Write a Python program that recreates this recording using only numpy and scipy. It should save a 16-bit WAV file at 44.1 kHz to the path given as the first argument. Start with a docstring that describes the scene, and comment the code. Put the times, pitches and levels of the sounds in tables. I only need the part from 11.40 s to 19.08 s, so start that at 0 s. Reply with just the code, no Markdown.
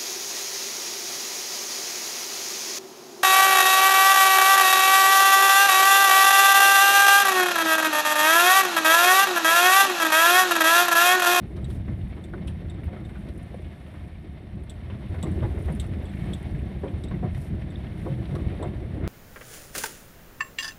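"""Small car on a dirt track

One microphone inside the cabin as the car creeps over rough ground. Stones under the tyres
shake the body and make it boom, the tyres slap, and the suspension knocks in the ruts.
Behind that the engine hums and whirrs low, and grit hisses and cracks under the tread.
Close by, a small metal piece clinks with the jolts and the plastic trim ticks and rubs."""
import sys
import numpy as np
from scipy import signal
from scipy.fft import rfft, irfft, next_fast_len
from scipy.io import wavfile
from scipy.ndimage import uniform_filter1d

SR = 44100
rng = np.random.default_rng(int(sys.argv[2]) if len(sys.argv) > 2 else 0)


def digitize_waveform(pressure):
    """Quantize a signal to 16-bit integers and store it at the path in sys.argv[1].

    Rows of a 2-D input are taken as channels; values are limited to [-1, 1].
    """
    field = np.atleast_2d(pressure).T
    bounded = np.clip(field, -1, 1)
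    quanta = np.round(bounded * 32767).astype(np.int16)
    wavfile.write(sys.argv[1], SR, quanta)


N = 338582
TIME = np.arange(N) / SR

# How hard the ground shakes the car between bumps, rising with speed and stoniness.
# Each row: time in seconds, relative level in dB.
GROUND_SHAKE = [(0.0, 3.5), (0.1, -6.5), (0.22, 1), (0.45, -0.5), (0.85, -5), (1.15, -1), (1.6, -2.5),
                (2.0, -3), (2.45, -9), (3.0, -6), (3.42, -7.5), (3.8, 2), (4.4, -3.5), (4.95, -1.5),
                (5.75, 1), (6.38, -0.5), (6.53, -1), (6.7, 2), (7.05, -5.5), (7.18, -0.5), (7.4, -5.5),
                (7.68, 3.5)]
# The background's rise and fall. Each row: time in seconds, relative level of engine whirr and
# stone crunch in dB, relative level of fine grit in dB.
BACKGROUND_LEVELS = [(0.0, -58, -76), (1.45, -57.5, -78.5), (1.84, -56.5, -74), (2.56, -57, -78),
                     (2.89, -59, -79.5), (3.18, -59.5, -80.5), (3.87, -53, -71.5), (4.27, -54, -70.5),
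                     (4.55, -55, -74.5), (4.9, -52, -68.5), (5.17, -54.5, -74), (6.2, -55.5, -76.5),
                     (6.95, -53.5, -72), (7.68, -56, -77)]
# Spectra of fine grit, cracking stone and a dull blow. Each row: frequency in Hz, gain in dB.
GRIT_SPECTRUM = [(3000, -14), (5500, -5), (6400, -9), (7500, -7), (8400, -4), (9400, 2), (10400, -4),
                 (11600, -5), (12500, -9), (13500, -9), (14300, -12), (15500, -12)]
STONE_SPECTRUM = [(700, -10), (1500, -1), (2100, 2), (2700, -1), (3600, -8), (4700, -19), (6500, -34)]
BLOW_SPECTRUM = [(80, -36), (170, 7), (260, -12), (360, -4.5), (520, -6), (720, -10.5), (950, -12),
                 (2000, -31.5), (5000, -103)]


def from_db(db):
    """Decibels to amplitude."""
    return 10 ** (np.asarray(db) / 20)


def unit_rms(x):
    """Scale to an rms of 1."""
    return x / np.sqrt(np.mean(x ** 2) + 1e-20)


def even(x, span_s):
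    """Hold the rms near 1 over the span, keeping the faster texture."""
    size = max(int(span_s * SR), 2)
    power = uniform_filter1d(uniform_filter1d(x * x, size), size)
    return x / np.sqrt(np.abs(power) + 1e-12)


def curves(rows):
    """Each column after the time column, interpolated to every sample."""
    times, *columns = np.transpose(rows)
    return [np.interp(TIME, times, column) for column in columns]


def drift(hz):
    """Random wander, mostly slower than hz, with a spread of 1."""
    rolloff = 1 + (np.fft.rfftfreq(N, 1 / SR) / hz) ** 4
    return unit_rms(irfft(rfft(rng.standard_normal(N)) / rolloff, N))


def grains(per_s, spread_db):
    """Random impacts, many small and a few large."""
    sizes = from_db(spread_db * np.minimum(rng.exponential(1, N), 4))
    return (rng.random(N) < per_s / SR) * sizes * rng.choice([-1, 1], N)


def strike_envelope(t, rise_s, length_s):
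    """A fast rise and a slower decay, with a peak of 1."""
    rise = (1 - np.exp(-1.5 * t / max(rise_s, .0002))) ** 2
    shape = rise * np.exp(-2 * t / max(length_s, .002))
    return shape / shape.max()


def swells(rows):
    """A smooth rise and fall for each row of start, end and dB."""
    return sum(from_db(db) * np.sin(np.pi * np.clip((TIME - start) / (end - start), 0, 1))
               for start, end, db in rows)


def add(track, start_s, sound):
    """Mix a sound in at a time."""
    start = max(round(start_s * SR), 0)
    track[start:start + len(sound)] += sound[:N - start]


def colour(x, spectrum):
    """Minimum-phase filter through (Hz, dB) points, falling away above the last; unit power gain."""
    size = 2 * next_fast_len(len(x) // 2 + SR // 10)
    hz, db = np.transpose(spectrum)
    octave = np.log2(np.fft.rfftfreq(size, 1 / SR) + 1)
    rolloff_db = 20 * np.maximum(octave - np.log2(hz[-1]), 0)
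    gain = unit_rms(from_db(np.interp(octave, np.log2(hz), db) - rolloff_db))
    cepstrum = irfft(np.log(gain))[:size // 2]
    cepstrum[1:] *= 2
    return irfft(rfft(x, size) * np.exp(rfft(cepstrum, size)))[:len(x)]


def resonance(x, hz, width_hz, lift_db):
    """Raise one band, or dip it if the lift is negative."""
    band = signal.lfilter(*signal.iirpeak(hz, hz / width_hz, fs=SR), x)
    return x + (from_db(lift_db) - 1) * band


def chatter(length_s, rise_s, spectrum, ring_hz, ring_db, q):
    """A burst of contacts on a ringing part; it swells fast and dies away."""
    t = TIME[:SR // 5]
    contacts = rng.standard_normal(len(t)) * from_db(4.0 * rng.standard_normal(len(t)))
    ringing = resonance(colour(contacts, spectrum), ring_hz, ring_hz / q, ring_db)
    return .5 * even(ringing, span_s=0.0047) * strike_envelope(t, rise_s, length_s)


def cabin(x, depth=0.42):
    """Cabin air and panels lift narrow bands of what passes through."""
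    # Resonances. Each row: frequency in Hz, width in Hz, lift in dB at a depth of 1.
    cabin_modes = [(200, 20, 2), (328, 20, 2.5), (364, 18, 4), (408, 20, 2.5), (495, 20, 2), (538, 28, 4),
                   (622, 24, 5), (715, 26, 3.5), (987, 30, 3.5), (1108, 35, 3.5), (1814, 70, 3),
                   (2120, 95, 6), (3620, 140, 5)]
    for hz, width_hz, lift_db in cabin_modes:
        x = resonance(x, hz, width_hz, lift_db * depth)
    return x


def reflections(x, wet_db, t60_s=0.062):
    """Glass and dashboard throw back a short, dense cluster of echoes."""
    t = TIME[:SR // 8]
    echoes = rng.standard_normal(len(t)) * from_db(-60 * t / t60_s) * (t > .001)
    return x + from_db(wet_db) * signal.fftconvolve(x, echoes / np.linalg.norm(echoes))[:N]


def engine(hum_db=-48.0, whirr_gain_db=2.5, throb=0.018, wander=0.0195):
    """The first three firing orders hum; valve gear whirrs, pulsing faintly with each firing."""
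    # Engine speed. Each row: time in seconds, firings per second.
    firing_rates = [(0, 48), (1.2, 52), (2.0, 62), (2.6, 55), (3.2, 39), (3.8, 86), (5.0, 80), (6.3, 79),
                    (7.68, 42)]
    # Valve-gear spectrum. Each row: frequency in Hz, gain in dB.
    gear_spectrum = [(400, -2), (700, 11.5), (1000, 1.5), (1400, -0.5), (1850, 3.5), (2200, -0.5),
                     (2900, -3), (3700, -6.5), (4300, -9.5), (5000, -19), (5600, -16), (6500, -32),
                     (9000, -40)]
    firing_hz, = curves(firing_rates)
    shake_db, = curves(GROUND_SHAKE)
    whirr_db, _ = curves(BACKGROUND_LEVELS)
    phase = 2 * np.pi * np.cumsum(firing_hz * (1 + wander * drift(4.36))) / SR
    hum = sum(from_db(-7 * k) * np.sin((k + 1) * phase) for k in range(3))
    flutter = from_db(1.6 * drift(35))
    gear = rng.standard_normal(N) * (1 + throb * np.cos(phase)) * flutter
    # The whirr comes through the bulkhead and takes on its resonances in full.
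    whirr = unit_rms(cabin(colour(gear, gear_spectrum), depth=1.0))
    return from_db(hum_db + 0.6 * shake_db) * hum + from_db(whirr_db + whirr_gain_db) * whirr


def grit(hiss_db=2.5, crackle_db=-1.5, crunch_db=-7.0):
    """Sand hisses under the tread; small stones crackle and crunch in clumps."""
    # Loose gravel, where the crunch swells. Each row: start and end in seconds, level in dB.
    loose_patches = [(0.72, 0.77, -61), (1.43, 1.50, -59), (1.75, 1.79, -59), (4.52, 4.56, -57),
                     (4.80, 4.85, -53), (4.865, 4.91, -50), (7.03, 7.13, -53)]
    coarse_db, fine_db = curves(BACKGROUND_LEVELS)
    flutter = from_db(1.1 * drift(30))
    hiss = unit_rms(colour(rng.standard_normal(N) * flutter, GRIT_SPECTRUM))
    clumps = from_db(5.0 * np.tanh(drift(22)))
    chips = sum(resonance(grains(30, 2.3), hz, width_hz=450, lift_db=16.0)
                for hz in np.linspace(8000, 11500, 6))
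    crackle = unit_rms(reflections(colour(chips, GRIT_SPECTRUM), wet_db=-3.0))
    stones = colour(grains(600, 1.8) * clumps, STONE_SPECTRUM)
    crunch = unit_rms(reflections(cabin(stones), wet_db=-5.0))
    sand = from_db(fine_db) * (from_db(hiss_db) * hiss + from_db(crackle_db) * crackle)
    return sand + (from_db(coarse_db + crunch_db) + swells(loose_patches)) * crunch


def stone_pings(gain_db=1.5, length_s=0.015, rise_s=.0003):
    """Chips of stone flung off the tread ping against the underside."""
    # Each row: start in seconds, relative level in dB, ring in Hz.
    pings = [(1.455, -58, 9800), (1.977, -52.5, 9800), (2.029, -56, 9240), (2.1435, -57, 9390),
             (3.2355, -57, 9410), (3.915, -52, 8250), (4.188, -55, 9410), (4.223, -52, 9300),
             (4.257, -54, 9600), (4.322, -46.5, 9350), (4.349, -47.5, 9530), (4.464, -53, 9130),
             (5.0271, -53, 9290)]
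    out = np.zeros(N)
    for start_s, db, hz in pings:
        ping = chatter(length_s, rise_s, GRIT_SPECTRUM, hz, ring_db=17.0, q=12.0)
        add(out, start_s, from_db(db + gain_db) * ping)
    return out


def stone_cracks(length_s=0.018, rise_s=.001):
    """A stone splits or shoots out from under the tread with a short, dry crack."""
    # Each row: start in seconds, level in dB, ring in Hz.
    cracks = [(0.611, -48, 3700), (0.727, -53, 2800), (0.882, -55, 1700), (1.253, -51, 1500),
              (1.382, -47, 1300), (1.433, -43, 1220), (1.692, -46, 1600), (2.245, -49.5, 3420),
              (2.753, -51, 2200), (3.502, -44.5, 3020), (3.542, -43, 1300), (4.003, -45, 3300),
              (4.176, -44, 1850), (4.443, -42.5, 1214), (4.735, -42, 1900), (4.769, -41.5, 2100),
              (5.147, -44.5, 1700), (5.19, -45, 2500), (5.479, -44, 3120), (5.742, -42.5, 2100),
              (6.218, -42, 2210), (6.468, -45, 2490), (6.616, -45, 1800), (6.854, -43, 3800)]
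    out = np.zeros(N)
    for start_s, db, hz in cracks:
        crack = chatter(length_s, rise_s, STONE_SPECTRUM, hz, ring_db=13.0, q=3.0)
        add(out, start_s, from_db(db) * crack)
    return cabin(out)


def plastic_trim(tick_gain_db=2.5, rise_s=.001):
    """Trim ticks when the body twists, now and then slides with a soft hiss, and squeaks once."""
    # Each row: start in seconds, relative level in dB, ring in Hz, ring lift in dB, length in seconds.
    ticks = [(0.164, -49.5, 5530, 2, 0.026), (0.301, -45, 10000, 8, 0.032), (1.079, -39.5, 2780, 16, 0.012),
             (1.072, -45, 9500, 13, 0.035), (1.438, -57, 13500, 30, 0.013), (1.886, -50, 4300, 5, 0.02),
             (3.826, -48, 10700, 9, 0.015), (4.395, -49, 10500, 10, 0.078), (5.635, -49, 5670, 20, 0.012),
             (5.947, -40, 2050, 22, 0.011), (6.951, -42, 10100, 2, 0.021)]
    # Spectrum of a tick. Each row: frequency in Hz, gain in dB.
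    plastic_spectrum = [(1000, 7), (2500, 4), (3800, 6.5), (4800, -4.5), (5600, -3), (6700, -14.5),
                        (9400, -3), (11500, -11), (15500, -18)]
    # The trim sticks and slips: start in seconds, peak in dB, pitch in Hz, length in seconds.
    squeak = (6.3575, -37.5, 3560, .0036)
    # Spells of sliding. Each row: start and end in seconds, level in dB.
    rubs = [(0.253, 0.40, -63.5), (2.25, 2.8, -74), (4.142, 4.413, -66), (5.91, 6.12, -61.5),
            (6.5, 6.76, -67.5)]
    out = np.zeros(N)
    for start_s, db, ring_hz, ring_db, length_s in ticks:
        tick = chatter(length_s, rise_s, plastic_spectrum, ring_hz, ring_db, q=11.0)
        add(out, start_s, from_db(db + tick_gain_db) * tick)
    start_s, db, hz, length_s = squeak
    t = TIME[TIME < length_s]
    add(out, start_s, from_db(db) * np.sin(np.pi * t / length_s) * np.sin(2 * np.pi * hz * t))
    slips = grains(3500, 3.2) * from_db(1.8 * drift(45))
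    return out + swells(rubs) * unit_rms(colour(slips, GRIT_SPECTRUM))


def metal_clinks(ring_gain_db=-2.0, scrape_db=-3.0, damping=1.2, contact_s=.001, rebound_s=0.042):
    """A small metal piece strikes, scrapes, chatters and rebounds."""
    # Each row: start in seconds, relative level in dB, low ring against high ring in dB,
    # low ring in Hz, rebound against strike in dB.
    clinks = [(0.244, -46.5, 8, 3740, -27), (0.839, -47, 2.5, 3610, -22), (1.0763, -49, 6, 3360, -22),
              (1.298, -50, 7.5, 3700, -12), (1.6496, -54, 8, 3630, -9), (3.296, -38.5, -1, 3610, -24),
              (3.827, -34, 2, 3710, -20), (4.398, -34, 2.5, 3660, -16), (4.654, -51, 3, 3440, -5),
              (4.934, -38.5, 6.5, 3487, -24), (5.6382, -44, 5, 3770, -8), (6.303, -57, 8, 3560, -20),
              (7.226, -43.5, 4.5, 3600, -17)]
    # Each row: frequency in Hz, relative level in dB, t60 in seconds before the extra damping.
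    metal_modes = [(3200, -13, .025), (3450, -9, .035), (3600, -2, .045), (3740, -6, .03),
                   (4400, -18, .035), (5640, -17, .03), (7620, -11, .04), (7755, -7, .05), (8045, -10, .04),
                   (8200, -6, .045), (8330, -8, .04), (8480, -11, .035), (9020, -13, .025),
                   (9350, -14, .03)]
    # Metal scraping on plastic. Each row: frequency in Hz, gain in dB.
    scrape_spectrum = [(2400, -12), (3500, 5.5), (4700, -17), (6600, -10.5), (7800, 0), (9500, -4.5),
                       (12000, -22), (15500, -20)]
    hz, mode_db, t60 = np.transpose(metal_modes)[:, :, None]
    is_low = hz < 5000
    t = TIME[:SR // 10]
    decay_db = 60 * damping * t / t60
    attack = 1 - np.exp(-t / contact_s)
    out = np.zeros(N)
    for start_s, db, low_db, low_hz, rebound_db in clinks:
        # How the piece hangs shifts its low ring, near 3600 Hz, from one jolt to the next.
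        shift = np.where(is_low, low_hz / 3600, 1)
        pitch = hz * shift * (1 + .006 * rng.standard_normal(hz.shape))
        ring_db = db + ring_gain_db + mode_db + low_db * is_low
        for delay_s, bounce_db in [(0, 0), (.005, -8), (rebound_s, rebound_db)]:
            strike_db = ring_db + bounce_db + rng.normal(0, 3.2, hz.shape)
            signs = rng.choice([-1, 1], hz.shape)
            modes = from_db(strike_db - decay_db) * np.sin(2 * np.pi * pitch * t) * signs
            add(out, start_s + delay_s * rng.uniform(.9, 1.1), modes.sum(axis=0) * attack)
        scrape = chatter(0.021, 0.00045, scrape_spectrum, ring_hz=8200, ring_db=-10.0, q=5.7)
        add(out, start_s, from_db(db + scrape_db) * scrape)
    return reflections(out, wet_db=-10.0)


def body_blow(length_s, rise_s, thud_db, rattle_db, ring_hz, ring_db, tail_db=-15.0):
    """A dull thud and a brighter rattle ring the same panel, then loose parts settle unevenly."""
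    # Loose parts rattling. Each row: frequency in Hz, gain in dB.
    rattle_spectrum = [(400, -18), (700, -3), (1000, -2), (1300, 1), (1700, 0), (2300, -5), (3500, -14),
                       (5000, -30)]
    thud = chatter(length_s, rise_s, BLOW_SPECTRUM, ring_hz, ring_db, q=14.0)
    rattle = chatter(length_s, rise_s, rattle_spectrum, ring_hz, ring_db, q=14.0)
    tail = chatter(length_s * 2.1, length_s, rattle_spectrum, ring_hz, ring_db, q=14.0)
    wobble = unit_rms(uniform_filter1d(rng.standard_normal(len(tail)), SR // 200))
    settling = from_db(tail_db + 5 * np.tanh(wobble)) * tail
    return from_db(thud_db) * thud + from_db(rattle_db) * (rattle + settling)


def suspension_knocks(floor_hz=342, floor_ring_db=30.5, floor_length_s=0.028):
    """A wheel drops into a rut: one blow rings a panel and another thumps through the floor pan."""
    # Each row: start in seconds, thud and rattle in dB, length and rise in seconds, panel ring in Hz,
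    # ring lift in dB, lag of the floor thump in seconds (negative when it comes first).
    knocks = [(0.175, -39, -49, 0.029, 0.0015, 1280, 10, -0.014),
              (0.479, -51, -43.5, 0.025, .002, 570, -3, 0.0029),
              (0.772, -43.5, -48, 0.032, 0.00079, 800, 6, -0.0066),
              (0.936, -34, -40, 0.022, 0.00041, 1490, 28, 0.043),
              (1.486, -40, -51, 0.026, .0005, 680, 12, 0.023),
              (1.529, -38, -43, 0.024, 0.00077, 674, 6, 0.0017),
              (1.562, -42, -45, 0.059, .001, 1270, 11, 0.0031),
              (1.756, -45, -44.5, 0.03, .001, 1440, 17, -0.0046),
              (2.142, -32.5, -58, 0.013, 0.0017, 500, 21, 0.052),
              (2.537, -62, -48.5, 0.052, 0.002, 1140, 11, 0.014),
              (3.499, -38.5, -42, 0.025, 0.00041, 1000, 9, 0.02),
              (3.742, -36.5, -41, .026, 0.0012, 1500, 5, 0.0052),
              (3.832, -29.5, -45, 0.032, 0.0023, 1130, 12, 0.021),
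              (3.864, -37, -43, 0.022, 0.0018, 1120, 7, -0.0016),
              (4.019, -28.5, -43.5, 0.028, 0.009, 510, 3, 0.022),
              (4.042, -31.5, -46, 0.031, 0.0048, 836, 13, 0.0073),
              (4.279, -33.5, -42, 0.026, 0.007, 1950, 7, -0.017),
              (4.297, -31, -46, 0.03, .003, 690, -2, .02),
              (5.433, -27.5, -48, 0.065, .002, 546, 10.5, 0.0052),
              (5.71, -35.5, -42, 0.032, .002, 1060, 2, 0.024),
              (5.824, -30, -45, 0.052, 0.0061, 714, 12, 0.021),
              (6.658, -29.5, -58, 0.034, 0.012, 543, 16.5, 0.0075),
              (6.949, -44, -39.5, 0.037, 0.0034, 1170, 24, 0.037),
              (7.224, -29, -49, 0.053, 0.0025, 1000, 3, 0.022),
              (7.238, -35.5, -42.5, 0.056, 0.0029, 716, 14, 0.028),
              (7.63, -49, -41.5, 0.064, 0.028, 1330, 7, -0.024)]
    out = np.zeros(N)
    for start_s, thud_db, rattle_db, length_s, rise_s, panel_hz, ring_db, lag_s in knocks:
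        add(out, start_s, body_blow(length_s, rise_s, thud_db, rattle_db, panel_hz, ring_db))
        floor = body_blow(min(floor_length_s, length_s), rise_s, thud_db - 2.5, rattle_db - 6.5,
                          floor_hz, floor_ring_db)
        add(out, start_s + lag_s, floor)
    return cabin(out, depth=1.5)  # a direct blow rings the cabin more deeply


def tyre_slaps(roughness=0.16, rise_s=0.0096, sag_share=0.263, sag_s=0.049):
    """A tyre slaps over a stone and rings with a low, uneven note that sags as the tyre relaxes."""
    # Each row: start in seconds, peak in dB, starting note in Hz, length in seconds.
    slaps = [(0.145, -35, 385, 0.028), (0.226, -28, 140, 0.048), (0.28, -34.5, 377, 0.02),
             (0.369, -26.5, 110.6, 0.058), (0.481, -25, 100, .035), (0.522, -25, 118.5, 0.045),
             (0.612, -31, 90.5, 0.043), (0.963, -33, 367, 0.01), (0.995, -28.5, 179, 0.045),
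             (1.085, -27, 118, 0.026), (1.463, -25, 77.4, 0.029), (3.69, -25, 91, 0.032),
             (3.763, -26.5, 88, .03), (3.835, -21, 181, 0.012), (3.87, -28.5, 350, 0.027),
             (3.958, -25, 85, 0.029), (4.04, -24, 99, 0.017), (4.096, -24, 83, 0.048),
             (4.167, -23.5, 80, 0.02), (4.253, -20.5, 75, 0.041), (4.295, -23.5, 171, 0.045),
             (4.335, -25.5, 230, .04), (4.508, -25, 100, 0.051), (4.626, -26, 90, 0.025),
             (4.815, -30, 132, 0.033), (5.14, -23.5, 150, 0.038), (5.255, -24, 96.6, 0.027),
             (5.533, -21.5, 82.2, 0.032), (5.833, -22, 129, .034), (5.972, -25, 138, 0.035),
             (6.655, -27, 353, 0.031), (6.699, -26.5, 152, 0.05), (6.795, -24, 128, .03),
             (6.908, -23, 152, 0.043), (7.058, -22, 102, 0.023), (7.249, -34, 243, 0.036)]
    t = TIME[:SR // 5]
    sag = 1 - sag_share * (1 - np.exp(-t / sag_s))
    out = np.zeros(N)
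    for start_s, db, hz, length_s in slaps:
        phase = 2 * np.pi * np.cumsum(hz * sag) / SR
        note = np.sin(phase + rng.uniform(0, 2 * np.pi)) * strike_envelope(t, rise_s, length_s)
        scuff = chatter(length_s, rise_s, BLOW_SPECTRUM, hz, ring_db=18.0, q=3.0)
        add(out, start_s, from_db(db) * (note + roughness * scuff))
    return out


def bump_envelopes(compress_s=0.045):
    """Boom and thud swell while the spring compresses, then die; overlapping bumps add in power."""
    # Humps and hollows. Each row: start in seconds, body boom in dB, tyre thud in dB.
    bumps = [(0.26, -34, -55), (0.45, -36, -34.5), (0.6, -33, -39), (0.93, -41, -35.5), (1.04, -33, -42),
             (1.22, -37, -43), (3.13, -34.5, -39.5), (3.49, -40, -37.5), (3.84, -31.5, -32.5),
             (3.98, -28, -31.5), (4.35, -27.5, -35), (4.491, -32, -34.5), (4.73, -33, -33),
             (4.81, -42, -32), (5.08, -31, -39), (5.69, -31.5, -33), (5.78, -46, -30.5), (6.07, -33, -34),
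             (6.3, -40, -39), (6.64, -50, -29), (6.89, -39, -30.5), (7.0, -28, -33), (7.22, -40, -34.5),
             (7.35, -32, -52), (7.609, -27.5, -33.5)]
    start_s, boom_db, thud_db = np.transpose(bumps)
    t = TIME[::40]
    age = np.maximum(t - start_s[:, None], 0) / compress_s
    power = (age * np.exp(1 - age)) ** 2
    return [np.interp(TIME, t, np.sqrt(from_db(db) ** 2 @ power)) for db in (boom_db, thud_db)]


def road_rumble(boom_db=-35.0, thud_db=-36.5, lurch_db=2.5, jolt_db=3.0):
    """Lumps boom in the body, stones thud through the tyres, pebbles rattle the panels."""
    # Spectra of body boom, tyre thud and panel clatter. Each row: frequency in Hz, gain in dB.
    boom_spectrum = [(15, -36), (25, -22), (32, -7.5), (42, 0), (62, 8), (80, 10.5), (105, 3), (140, -6),
                     (250, -60)]
    thud_spectrum = [(60, -27), (100, -2.5), (125, -1), (165, -1), (205, -2.5), (255, -12.5), (330, -17),
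                     (600, -64)]
    clatter_spectrum = [(150, -12.5), (260, -0.5), (330, 2), (400, -3), (470, -8.5), (660, -12),
                        (850, -23.5), (1200, -28.5), (1800, -28.5), (3500, -48.5)]
    # Pebble rattle between bumps. Each row: time in seconds, level in dB.
    pebble_levels = [(0.0, -48), (0.38, -46.5), (0.62, -50), (1.28, -43.5), (2.27, -51), (2.37, -50),
                     (3.06, -54), (3.55, -46), (3.87, -43), (5.49, -43.5), (5.67, -46), (6.03, -46.5),
                     (6.52, -44.5), (7.04, -40.5), (7.51, -42.5), (7.68, -35)]
    shake_db, = curves(GROUND_SHAKE)
    pebble_db, = curves(pebble_levels)
    # All three layers swell at the bumps.
    bump_boom, bump_thud = bump_envelopes()
    boom_gain = np.hypot(from_db(boom_db + 0.8 * shake_db + lurch_db * drift(7.0)), bump_boom)
    thud_gain = np.hypot(from_db(thud_db + shake_db), from_db(0.5) * bump_thud)
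    clatter_gain = np.hypot(from_db(pebble_db), from_db(-12.5) * bump_thud)
    lumps = even(colour(grains(400, 0.78), boom_spectrum), span_s=0.061)
    stones = even(cabin(colour(grains(500, 3.2), thud_spectrum)), span_s=0.16)
    pebbles = even(cabin(colour(grains(900, 0.95), clatter_spectrum)), span_s=0.84)
    pebbles *= from_db(jolt_db * drift(16.0))
    return boom_gain * lumps + thud_gain * stones + clatter_gain * pebbles


def scene():
    """Everything as it meets at one spot in the cabin, in mono."""
    rolling = road_rumble() + engine() + grit() + stone_cracks() + stone_pings()
    return (rolling + suspension_knocks() + tyre_slaps() + metal_clinks() + plastic_trim())[None]


def record(dry, cutoff_hz=15450):
    """The microphone's signal, with the top cut steeply."""
    return signal.sosfilt(signal.ellip(12, .1, 90, cutoff_hz, fs=SR, output="sos"), dry)


dry = scene()
out = record(dry)
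digitize_waveform(out)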